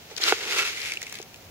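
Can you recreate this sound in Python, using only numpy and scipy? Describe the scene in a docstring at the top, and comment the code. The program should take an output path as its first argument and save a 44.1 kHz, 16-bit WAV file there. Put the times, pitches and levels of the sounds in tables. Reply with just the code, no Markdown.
"""Over quiet outdoor air, dried feed is handled in a container close to a phone.
It rustles in two surges as countless brittle pieces click together and make the container ring.
A loud, dull knock lands just after the first surge peaks; three faint ones come earlier and later.
The rustle thins to a trickle, while single pieces crackle and a hen pecks on the grass.
At the end a low rumble swells."""
import sys
import numpy as np
from scipy import signal
from scipy.fft import rfft, irfft, next_fast_len
from scipy.io import wavfile
from scipy.ndimage import uniform_filter1d, map_coordinates

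SR = 44100
rng = np.random.default_rng(int(sys.argv[2]) if len(sys.argv) > 2 else 0)


def log_audio(samples):
    """Write samples as a 16-bit WAV file to the path given in sys.argv[1]."""
    # one column per channel
    frames = np.atleast_2d(samples).T
    # limit to full scale, then quantise
    limited = np.clip(frames, -1, 1)
    pcm = np.round(limited * 32767).astype(np.int16)
    wavfile.write(sys.argv[1], SR, pcm)


N = 66150

# The tone of sliding feed. Each row: frequency in Hz, relative strength in dB.
FEED_TONE = [(200, -32.5), (950, -16), (1350, -6), (1700, -5.5), (2200, -0.5), (2700, -3.5), (3500, -3),
             (5500, -6.5), (7200, -10.5), (8500, -21), (11000, -19.5), (16000, -29)]
# The container's natural notes. Each row: pitch in Hz, seconds to fade by 60 dB,
# relative strength in dB when knocked, relative strength in dB when rubbed.
CONTAINER_NOTES = [(392, .032, -3, 3.5), (440, .03, 2.5, 3.5), (775, .011, 9, 3), (1157, .012, -1, -8),
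                   (1420, .019, 4, 0), (2200, .017, -1, -5), (2690, .018, -18, 5.5)]
CONTACTS_PER_S = 6000
LEFT_DELAY_MS = .11  # the feed's sound reaches the left microphone later


def undb(db):
    """Turn decibels into a number to multiply by."""
    return 10 ** (np.asarray(db) / 20)


def unit(x):
    """Scale a sound to an average (rms) level of 1."""
    return x / np.sqrt(np.mean(x ** 2))


def clock():
    """The time of every sample in seconds."""
    return np.arange(N) / SR


def curve(table):
    """Join rows of (seconds, value) with straight lines."""
    return np.interp(clock(), *np.array(table).T)


def ramp(start, end):
    """Rise from 0 to 1 between two times in seconds."""
    return np.clip((clock() - start) / (end - start), 0, 1)


def fade(t, fade_s):
    """Die away by 60 dB every fade_s seconds."""
    return np.exp(-np.log(1000) * t / fade_s)


def pan(db):
    """Left and right gains that make the left side db decibels louder."""
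    return undb(np.array([[db], [-db]]) / 2)


def colour(x, points):
    """Shape a sound's tone to follow rows of (Hz, dB)."""
    size = 2 * next_fast_len(x.shape[-1])
    hz, db = np.array(points).T
    freqs = np.maximum(np.fft.rfftfreq(size, 1 / SR), 1)
    gain = undb(np.interp(np.log(freqs), np.log(hz), db))
    # Fold the filter forward in time, so nothing rings before its click.
    cepstrum = irfft(np.log(gain))
    cepstrum[1:size // 2] *= 2
    cepstrum[size // 2 + 1:] = 0
    return irfft(rfft(x, size) * np.exp(rfft(cepstrum)))[..., :x.shape[-1]]


def cut_bass(x, hz, order):
    """Turn down everything below hz; a higher order cuts more steeply."""
    return signal.sosfilt(signal.butter(order, hz, "high", fs=SR, output="sos"), x)


def two_mics(x, delay_ms=LEFT_DELAY_MS):
    """One sound at both microphones, the left one late."""
    left = map_coordinates(x, [np.arange(len(x)) - delay_ms * SR / 1000], order=3)
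    return np.array([left, x])


def add(out, x, at):
    """Mix in a short stereo sound at a time in seconds."""
    i = int(at * SR)
    out[:, i:i + x.shape[1]] += x[:, :N - i]


def outdoors():
    """Quiet open air, much alike in both ears in the bass; a low rumble swells at the end."""
    # The tones of the air and the rumble. Each row: frequency in Hz, relative strength in dB.
    air_tone = [(25, -15), (55, -10), (92, 1.5), (125, -4), (180, -3.5), (400, -6), (700, -5), (1100, -14),
                (2500, -15), (6500, -17), (8500, -26.5), (16000, -19)]
    rumble_tone = [(30, -30), (70, -1), (100, 3.5), (135, 4), (220, -11), (600, -58.5)]
    shared, side, rumble_noise = rng.standard_normal((3, N))
    side = .71 * cut_bass(side, hz=1470, order=1) + .34 * side  # the ears differ more in the treble
    air = unit(colour(np.array([shared + side, shared - side]), air_tone))
    rumble = unit(colour(rumble_noise, rumble_tone)) * ramp(1.29, 1.73)
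    return air * undb(-48.5) + rumble * undb(-45.5)


def clicks(per_s):
    """A dense stream of tiny contacts, mostly weak and a few strong."""
    strength_db = 4.5 * np.minimum(rng.exponential(size=N), 5)
    hits = rng.random(N) < per_s / SR
    return unit(hits * undb(strength_db) * rng.choice([-1, 1], N))


def grains(per_s, tone):
    """Clicks from three spots across the heap, plus scattered ones that differ at each microphone."""
    heap = unit(sum(two_mics(clicks(per_s), LEFT_DELAY_MS + extra_ms) for extra_ms in (-.04, 0, .04)))
    scattered = undb(.5) * np.array([clicks(per_s), clicks(per_s)])
    return unit(colour(heap + scattered, tone))


def rustle():
    """Stirred pieces click together; the sliding mass thins to a sparser trickle."""
    # How hard the feed is stirred. Each row: time in seconds, level in dB.
    stirring = [(0, -52.5), (.09, -51.5), (.113, -42.5), (.15, -50.5), (.19, -42.5), (.225, -28),
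                (.255, -26), (.285, -18), (.315, -26.5), (.37, -35), (.435, -31.5), (.465, -33.5),
                (.52, -25.5), (.555, -29), (.59, -22), (.635, -30), (.675, -28), (.74, -36), (.865, -31),
                (.915, -34), (.975, -44), (1.055, -44.5), (1.175, -41.5), (1.26, -57.5), (1.4, -57)]
    # The tone of the trickle. Each row: frequency in Hz, relative strength in dB.
    trickle_tone = [(200, -41), (1000, -19), (1700, -6.5), (2300, 2), (2900, -4), (4000, -6.5),
                    (6800, -10.5), (8500, -19), (10500, -18), (16000, -30)]
    thinning = ramp(.47, .92)
    sliding = np.sqrt(1 - thinning) * grains(CONTACTS_PER_S, FEED_TONE)
    trickle = np.sqrt(thinning) * grains(per_s=2800, tone=trickle_tone)
    return (sliding + trickle) * undb(curve(stirring)) * pan(.6)


def container_ring(notes):
    """One contact sets off fading notes, given as rows of (Hz, fade seconds, dB)."""
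    t = clock()[:SR // 10]
    return sum(undb(db) * fade(t, fade_s) * np.cos(2 * np.pi * hz * t) for hz, fade_s, db in notes)


def rubbed(notes, levels):
    """Countless contacts keep notes ringing; their pitch wanders as the load shifts."""
    ring = signal.fftconvolve(clicks(CONTACTS_PER_S), container_ring(notes))
    hold = SR // 25  # a new pitch 25 times a second
    steps = np.repeat(rng.standard_normal(N // hold + 1), hold)
    speed = 1 + .025 * uniform_filter1d(steps, hold)[:N]
    wandering = map_coordinates(ring, [np.cumsum(speed)], order=3)
    return two_mics(unit(wandering) * undb(curve(levels)))


def container_rub():
    """Sliding feed rings the container's low, hollow notes and, where it scrapes, its walls."""
    # How loud the hollow and the walls ring. Each row: time in seconds, level in dB.
    hollow_levels = [(0.08, -63), (0.117, -42), (0.15, -62), (0.28, -31.5), (0.35, -48.5), (0.46, -39),
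                     (0.59, -37.5), (0.72, -52), (0.92, -54), (1.25, -64.5)]
    wall_levels = [(.2, -65), (.28, -27.5), (.37, -44), (.52, -39), (.555, -32), (.6, -28.5), (.665, -35.5),
                   (.75, -62)]
    wall_above_hz = 1000
    low = [(hz, fade_s, db) for hz, fade_s, _, db in CONTAINER_NOTES if hz < wall_above_hz]
    high = [(hz, fade_s, db) for hz, fade_s, _, db in CONTAINER_NOTES if hz >= wall_above_hz]
    return rubbed(low, hollow_levels) * pan(-4) + rubbed(high, wall_levels) * pan(-.5)


def knocks():
    """Cushioned blows on the container; a longer contact sounds duller."""
    # Each row: start in seconds, level in dB, contact time in ms, lean to the left in dB.
    blows = [(.1125, -40, 1.0, 0), (.2003, -28.5, .9, 0), (.3238, .5, .27, -2), (1.1995, -28.5, 1.45, -1)]
    out, t = np.zeros((2, N)), clock()[:SR // 100]
    ring = container_ring([note[:3] for note in CONTAINER_NOTES])
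    for at, db, contact_ms, pan_db in blows:
        push = np.sin(np.pi * np.minimum(t * 1000 / contact_ms, 1)) ** 2
        knock = np.convolve(ring, push)
        add(out, two_mics(knock / np.abs(knock).max()) * undb(db) * pan(pan_db), at)
    return out


def crackles_and_pecks():
    """Each brittle piece or beak tap is a bright snap, a brief ring and a scatter of crumbs."""
    # Each row: start in seconds, level in dB, ring pitch in Hz,
    # snap compared with the ring in dB, lean to the left in dB.
    taps = [(0.1651, -34.5, 4600, -7.5, 13), (.1752, -40, 5950, 15, -7), (0.1791, -32, 5560, 0, 11),
            (0.1822, -39, 4100, 21, 2), (.214, -34, 4900, 2, -9), (0.2202, -34, 3720, -11, 25),
            (0.234, -29.5, 3700, -27, -19.5), (0.2379, -24, 4380, -6, 17), (0.7726, -32, 2200, -6, -7),
            (0.8155, -36.5, 4670, -17, 15.5), (0.9195, -26, 2340, -5, 2), (0.9366, -37, 3700, 22, 1),
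            (0.9714, -27.5, 2650, -15.5, -1), (1.017, -32, 2150, -0.5, -3), (1.0286, -33.5, 6040, 1.5, 7),
            (1.0348, -44.5, 1980, 2, -16), (1.0674, -34, 2460, -5, 2), (1.096, -41.5, 7800, 4, 5),
            (1.1253, -34.5, 13100, 3, 2.5), (1.143, -43, 3300, 12, -11), (1.1541, -39.5, 3400, 6, 9.5),
            (1.1871, -39, 2280, 10.5, 2), (1.2157, -43, 5700, -9, 9.5), (1.227, -40, 5500, 0, 1),
            (1.343, -43, 2740, -2, 0), (1.36, -48.5, 5100, 6, 0)]
    # The tone of a snap. Each row: frequency in Hz, relative strength in dB.
    snap_tone = [(150, -9), (1400, -3.5), (3000, 0.5), (7000, 2.5), (8500, -6.5), (12000, -10),
                 (16000, -12.5)]
    out, t = np.zeros((2, N)), clock()[:SR // 20]
    burst_gain = np.sqrt(.005 / t[-1])  # levels count as if all the energy came within 5 ms
    for at, db, hz, snap_db, pan_db in taps:
        noise = rng.standard_normal((4, len(t)))
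        octaves = min(.125 * hz / 1000, .5)  # small, high pieces ring over a wider band
        edges_hz = np.minimum(hz * 2 ** (np.array([-.5, .5]) * octaves), SR / 2 - 1)
        band = signal.butter(3, edges_hz, "band", fs=SR, output="sos")
        ring = unit(signal.sosfilt(band, noise[0] * fade(t, .016)))
        snap = unit(colour(noise[1] * fade(t, .0068), snap_tone)) * undb(snap_db)
        crumbs = unit(colour(noise[2:] * fade(t, .029), FEED_TONE)) * undb(snap_db / 2 - 5.5)
        sound = two_mics(unit(ring + snap)) + crumbs
        add(out, sound * burst_gain * undb(db) * pan(pan_db), at)
    return out


def scene():
    """Feed, container and pecks over the open air; the small container gives off little bass."""
    container = cut_bass(container_rub() + knocks(), hz=315, order=5)
    return rustle() + container + crackles_and_pecks() + outdoors()


def record(dry):
    """The phone cuts off the highest treble."""
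    top_hz = 15700
    return signal.sosfilt(signal.ellip(10, .2, 80, top_hz, fs=SR, output="sos"), dry)


dry = scene()
out = record(dry)
log_audio(out)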